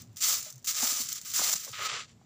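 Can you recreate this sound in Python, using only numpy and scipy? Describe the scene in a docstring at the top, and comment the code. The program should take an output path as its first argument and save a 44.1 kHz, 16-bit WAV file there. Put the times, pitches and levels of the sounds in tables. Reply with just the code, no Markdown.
"""A stiff twig broom scrubs a rusty iron frame outdoors, close to a phone, then drags once over the dirt.
Thousands of bristle tips slip as random ticks, coloured by the contact and by the frame's resonances.
Single twigs snap free as ticks with a noisy tail; the bundle knocks the frame as short damped sines.
Behind it a low hum wavers over faint outdoor hiss; the small microphone colours everything."""
import sys
import numpy as np
from scipy import signal
from scipy.fft import rfft, irfft
from scipy.io import wavfile
from scipy.ndimage import uniform_filter1d

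SR = 44100
rng = np.random.default_rng(int(sys.argv[2]) if len(sys.argv) > 2 else 0)


def gain_from_db(level_db):
    """Convert decibel levels to linear amplitude factors (20 dB per decade)."""
    decades = np.asarray(level_db, float) / 20
    return 10 ** decades


def generate_wav(sig):
    """Save sig (samples, or channels by samples) to the path in sys.argv[1] as 16-bit PCM at SR."""
    pcm = np.round(np.clip(np.atleast_2d(sig).T, -1, 1) * 32767).astype(np.int16)
    wavfile.write(sys.argv[1], SR, pcm)


N = 99225
TIME = np.arange(N) / SR  # s

# Stroke of the broom on the iron, from its pressure: (time [s], level [dB])
SCRUB_STROKE = [(0, -50), (.02, -51.5), (.04, -62.5), (.1, -75.5), (.158, -70), (.161, -49), (.168, -56),
                (.17, -46), (.182, -44.5), (.202, -47.5), (.207, -36.5), (.236, -23), (.262, -26.5),
                (.29, -26), (.34, -27.5), (.37, -32), (.41, -40.5), (.46, -44), (.5, -46), (.53, -58),
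                (.642, -73), (.645, -41), (.654, -43), (.667, -49), (.672, -31), (.69, -26.5),
                (.705, -30.5), (.732, -39), (.76, -33.5), (.788, -28.5), (.8, -29), (.86, -27),
                (.93, -30.5), (.945, -34), (.972, -30), (1.02, -32), (1.03, -39), (1.044, -37),
                (1.082, -42.5), (1.088, -36), (1.11, -37.5), (1.13, -35), (1.145, -42), (1.165, -38),
                (1.18, -37.5), (1.205, -50), (1.246, -50.5), (1.249, -41), (1.315, -38), (1.333, -42),
                (1.338, -30.5), (1.365, -27), (1.4, -28), (1.46, -27.5), (1.498, -24.5), (1.504, -31.5),
                (1.54, -25.5), (1.545, -37), (1.562, -31.5), (1.585, -41), (1.642, -39), (1.675, -42.5),
                (1.72, -50), (1.75, -50.5), (1.81, -49), (1.83, -42), (1.872, -48.5), (1.88, -57)]
# Spectrum of the twigs on iron: (frequency [Hz], level [dB per Hz])
SCRUB_COLOUR = [(240, -36), (420, -24), (560, -17.5), (1030, -16), (1230, -8.5), (1460, -13), (2300, -12.5),
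                (4180, -7), (6200, -1), (7300, -2), (8500, -11.5), (11800, -18), (13700, -21), (14900, -3),
                (16000, -14.5)]
# How the twigs meet the iron: (time [s], brightness [dB per octave], gain of the low body [dB])
SCRUB_CONTACT = [(.05, -0.3, 1), (.18, 2, -25), (.23, 1, -12), (.31, 1.56, 4), (.47, 0.5, 0),
                 (.58, -1.5, -5), (.68, 2, -13), (.75, 0.3, -4.5), (.85, 1.76, 9.5), (1.03, 1.6, 0),
                 (1.07, 0.5, -17), (1.22, 0, -16), (1.3, 2, -10), (1.36, 1.5, -8), (1.42, 0.5, 6),
                 (1.55, 1.3, 4), (1.6, 0.5, -23), (1.685, 0.5, 8), (1.715, 0.5, -17), (1.85, 2, -7)]
# Modes of the iron frame under the bristles: (frequency [Hz], width [Hz], gain [dB])
FRAME_MODES = [(1268, 34, 1), (2093, 150, -6.5), (4450, 28, -6), (6070, 96, -7), (7200, 186, -3)]
# Hum in the distance of the scene: (frequency [Hz], width [Hz], mid level of its wavering [dB])
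HUM = [(110.5, 95, -62), (232.5, 50, -69)]
# Swells of the low hum: (centre [s], time from centre to 1/e [s], rms level at centre [dB], pitch [Hz])
SWELLS = [(0.096, 0.027, -48.5, 112.6), (0.563, 0.024, -47.5, 128), (1.714, 0.012, -48, 117.7),
          (1.797, 0.036, -55, 105), (1.937, 0.016, -55, 133.8)]
# Spectrum of the outdoor hiss: (frequency [Hz], level [dB per Hz])
AIR_COLOUR = [(18, -36), (30, -4), (194, -3), (266, -9.5), (632, -14), (1590, -22), (6380, -25.5),
              (7090, -16.5), (8980, -40), (16000, -37)]
# Single twigs snapping free: (time [s], level [dB])
SNAPS = [(0.019, -37), (0.1695, -30.5), (0.4047, -28.5), (0.4277, -27), (0.4486, -32), (0.503, -33.5),
         (0.5257, -36.5), (.5385, -46), (0.558, -43.5), (0.58, -45), (0.593, -52), (.627, -52),
         (0.6467, -33), (0.6606, -28.5), (1.0884, -24.5), (1.1282, -22.5), (1.1582, -29), (1.2144, -33),
         (1.556, -25.5), (1.648, -27), (1.6904, -33.5), (1.7158, -33)]
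# The bundle knocking the frame: (time [s], level [dB], pitch [Hz], 60 dB decay time [s])
KNOCKS = [(.463, -47.5, 614, 0.11), (.8286, -17, 773, 0.01), (0.829, -30.5, 246, 0.062),
          (.837, -33, 250, 0.018), (0.923, -37.5, 273, 0.027), (1.0, -38.5, 239, 0.083),
          (1.3918, -20.5, 1420, 0.011), (1.392, -32, 666, 0.015), (1.395, -23, 1146, 0.018),
          (1.4168, -19.5, 605, 0.011), (1.394, -33, 372, 0.024), (1.403, -36, 228, 0.038),
          (1.494, -41, 640, 0.043), (1.551, -37, 181, 0.036), (1.667, -44.5, 600, 0.03),
          (1.6765, -37.5, 1130, 0.017), (1.679, -44, 540, .05), (1.691, -45, 450, .03),
          (1.731, -40.5, 1307, 0.075), (1.79, -49.5, 586, 0.25), (1.856, -30.5, 1268, 0.13),
          (2.214, -49.5, 772, 0.028)]
# Stroke of the broom over the dirt: (time [s], level [dB])
DRAG_STROKE = [(1.726, -60), (1.729, -43.5), (1.76, -42.5), (1.8, -39), (1.82, -35.5), (1.845, -31.5),
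               (1.872, -32), (1.88, -39), (1.892, -36.5), (1.898, -32), (1.908, -36), (1.945, -34.5),
               (1.97, -37), (2.015, -40), (2.05, -52.5), (2.075, -67), (2.088, -58), (2.115, -60),
               (2.14, -76), (2.2, -86), (2.225, -74), (2.25, -86)]
# Spectrum of the twigs on dirt: (frequency [Hz], level [dB per Hz])
DRAG_COLOUR = [(180, -53), (300, -29), (412, -15.5), (900, -19), (1230, -6), (1460, -12), (3000, -10.5),
               (5600, -15.5), (7400, -17), (8640, -31), (12900, -54.5), (15100, -44), (16000, -39)]
# How the twigs meet the dirt: (time [s], brightness [dB per octave], gain of the low body [dB])
DRAG_CONTACT = [(1.73, 1.2, -43), (1.8, -1.1, 1), (1.87, 2.1, 0), (1.95, -0.23, 0.5), (2.02, 1.3, -1.5),
                (2.1, 4.5, 0)]

SPARSE_BELOW_DB = -47.5  # on strokes lighter than this, fewer tips touch
STIFF_SHARE, STIFF_DB = .014, 8.5  # a few stiff twigs crack louder than the rest
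BODY_HZ = 1050  # the low body lies below this
BAND_FLICKER_DB = 1
AIR_DB = -65  # rms
SNAP_TAIL_S, SNAP_TAIL_DB = 0.0018, -13.5  # spray of grit: time constant, level re the tick
# the freed twig quivers on against its neighbours: time constant, level re the tick, pitch
SNAP_QUIVER_S, SNAP_QUIVER_DB, SNAP_QUIVER_HZ = 0.0068, -21.5, 6800
SNAP_DB_PER_OCT = 4.5
KNOCK_PUSH_S = .0012  # time constant of the build-up
KNOCK_RATTLE_DB, KNOCK_RATTLE_HZ = -16.5, 720
MIC_LOW_HZ, MIC_TOP_HZ = 89.5, 15470
MIC_DIP_HZ, MIC_DIP_WIDTH_HZ, MIC_DIP_SHARE = 6610, 220, 0.57
MIC_CEILING = 0.35  # largest amplitude the rounding of peaks lets through


def level(x, db):
    """Scales x to an rms level in dB."""
    return x * gain_from_db(db) / np.sqrt(np.mean(x ** 2))


def walk(rate):
    """Random levels slewed linearly from one to the next, rate times a second; spread near 1."""
    hold = int(SR / rate)
    values = rng.standard_normal(N // hold + 1)
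    return uniform_filter1d(np.repeat(values, hold)[:N], hold)


def peak(x, hz, width):
    """One resonance, gain 1 at its centre."""
    return signal.lfilter(*signal.iirpeak(hz, hz / width, SR), x)


def resonant(hz, width):
    """Noise through one resonance twice, rms 1."""
    once = peak(rng.standard_normal(N), hz, width)
    return level(peak(once, hz, width), 0)


def colour(x, points):
    """Causal minimum-phase filter with the given (Hz, dB) response, built from the cepstrum."""
    hz, db = np.array(points).T
    f = np.maximum(np.arange(2049) * SR / 4096, 1)
    log_gain = np.interp(np.log(f), np.log(hz), db) * np.log(10) / 20
    cepstrum = irfft(log_gain)
    # fold the negative times onto the positive ones
    cepstrum[1:2048] *= 2
    cepstrum[2049:] = 0
    response = irfft(np.exp(rfft(cepstrum)))
    return signal.fftconvolve(x, response)[:N]


def tilt(x, db_per_oct):
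    """Octave bands on a slope about 4 kHz that may move in time; each flickers as twigs take turns."""
    spectrum = rfft(x)
    f = np.maximum(np.arange(N // 2 + 1) * SR / N, 1)
    octave = np.clip(np.log2(f / 4000), -4, 2)
    total = np.zeros(N)
    for k in range(-4, 3):
        band = irfft(spectrum * np.maximum(1 - abs(octave - k), 0), N)
        total += band * gain_from_db(k * db_per_oct + BAND_FLICKER_DB * walk(69.97))
    return total


def bristles(stroke, contact, points, per_s, scatter_db, patchy_db, release_s, sparse_share):
    """Random slips of many tips, uneven in size and bunched, following the stroke and ringing the frame."""
    stroke_s, stroke_level = np.array(stroke).T
    contact_s, brightness, body_gain = np.array(contact).T
    db = np.interp(TIME, stroke_s, stroke_level, left=-120)
    # after its last point the stroke falls 20 dB every release_s
    db = db - 20 * np.maximum(TIME - stroke_s[-1], 0) / release_s
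    # share of the tips that touch
    share = np.clip(gain_from_db(db - SPARSE_BELOW_DB), sparse_share, 1)
    slips = rng.random(N) < share * per_s / SR
    size_db = 2 * scatter_db * rng.uniform(-0.74, 1, N)
    bunching_db = patchy_db * (walk(110) + walk(600))
    ticks = slips * np.sign(rng.standard_normal(N)) * gain_from_db(size_db + bunching_db)
    ticks = ticks * gain_from_db(STIFF_DB * (rng.random(N) < STIFF_SHARE))
    ticks = ticks / np.sqrt(share)  # fewer tips, each stronger
    ringing = sum(gain_from_db(gain) * peak(ticks, hz, width) for hz, width, gain in FRAME_MODES)
    x = level(colour(ticks + ringing, points), 0)
    x = tilt(x, np.interp(TIME, contact_s, brightness))
    body = signal.sosfiltfilt(signal.butter(4, BODY_HZ, fs=SR, output="sos"), x)
    x = x + body * (gain_from_db(np.interp(TIME, contact_s, body_gain)) - 1)
    return x * gain_from_db(db)


def scrub():
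    """Stiff twigs stick and slip on rusty iron: dense ticks that thin out where the stroke is light."""
    return bristles(SCRUB_STROKE, SCRUB_CONTACT, SCRUB_COLOUR, per_s=12000, scatter_db=2, patchy_db=1,
                    release_s=.03, sparse_share=0.067)


def background():
    """A wavering low hum of resonant noise, swelling now and then as short sines, over faint hiss."""
    hum = sum(gain_from_db(db + 4.9 * walk(14)) * resonant(hz, width) for hz, width, db in HUM)
    swells = np.zeros(N)
    for centre, length, db, hz in SWELLS:
        bell = np.exp(-((TIME - centre) / length) ** 2)
        swells += gain_from_db(db) * np.sqrt(2) * np.sin(2 * np.pi * hz * TIME) * bell
    hiss = level(colour(rng.standard_normal(N), AIR_COLOUR), AIR_DB)
    return hum + swells + hiss


def snaps():
    """A twig springs free: a sharp tick, a short spray of grit and a duller quiver after it."""
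    x = np.zeros(N)
    grit = rng.standard_normal(N)
    quiver = resonant(SNAP_QUIVER_HZ, 3500)
    for start, db in SNAPS:
        since = np.maximum(TIME - start, 0)
        begun = TIME > start
        x[int(start * SR)] += gain_from_db(db)
        x += gain_from_db(db + SNAP_TAIL_DB) * grit * begun * np.exp(-since / SNAP_TAIL_S)
        x += gain_from_db(db + SNAP_QUIVER_DB) * quiver * begun * np.exp(-since / SNAP_QUIVER_S)
    # a unit click keeps a peak of 1 through the colouring
    click = colour(np.eye(1, 4096)[0], SCRUB_COLOUR)
    return tilt(colour(x, SCRUB_COLOUR) / np.max(abs(click)), SNAP_DB_PER_OCT)


def ring(since, hz, t60):
    """A damped sine that builds up over the length of the push."""
    decay = np.exp(-np.log(1000) * since / t60)
    return np.sin(2 * np.pi * hz * since) * decay * (1 - np.exp(-since / KNOCK_PUSH_S))


def knocks():
    """A short dull blow at its own pitch, with a noisy rattle that loses 30 dB while the blow loses 60."""
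    x = np.zeros(N)
    rattle = resonant(KNOCK_RATTLE_HZ, 1570)
    for start, db, hz, t60 in KNOCKS:
        since = np.maximum(TIME - start, 0)
        rattling = rattle * (TIME > start) * gain_from_db(KNOCK_RATTLE_DB - 30 * since / t60)
        x += gain_from_db(db) * (ring(since, hz, t60) + rattling)
    return x


def drag():
    """Twigs rake the dirt once: sparser, more uneven slips that still ring the frame's modes."""
    return bristles(DRAG_STROKE, DRAG_CONTACT, DRAG_COLOUR, per_s=8000, scatter_db=4.0, patchy_db=1,
                    release_s=1, sparse_share=.6)


def scene():
    """Broom on iron and dirt, snaps, knocks and the outdoor background, summed to one channel."""
    return (scrub() + background() + snaps() + knocks() + drag())[None]


def low_pass(x):
    """Removes everything above the highest recorded frequency."""
    return signal.sosfilt(signal.butter(12, 16870, fs=SR, output="sos"), x)


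def record(dry):
    """The phone's microphone drops deep bass, dips at its port, rounds peaks and cuts the top steeply."""
    x = signal.sosfilt(signal.butter(1, MIC_LOW_HZ, "high", fs=SR, output="sos"), dry)
    x = x - MIC_DIP_SHARE * peak(x, MIC_DIP_HZ, MIC_DIP_WIDTH_HZ)
    x = MIC_CEILING * np.tanh(x / MIC_CEILING)
    mix = signal.sosfilt(signal.ellip(12, .3, 45, MIC_TOP_HZ, fs=SR, output="sos"), x)
    return low_pass(mix)


dry = scene()
out = record(dry)
generate_wav(out)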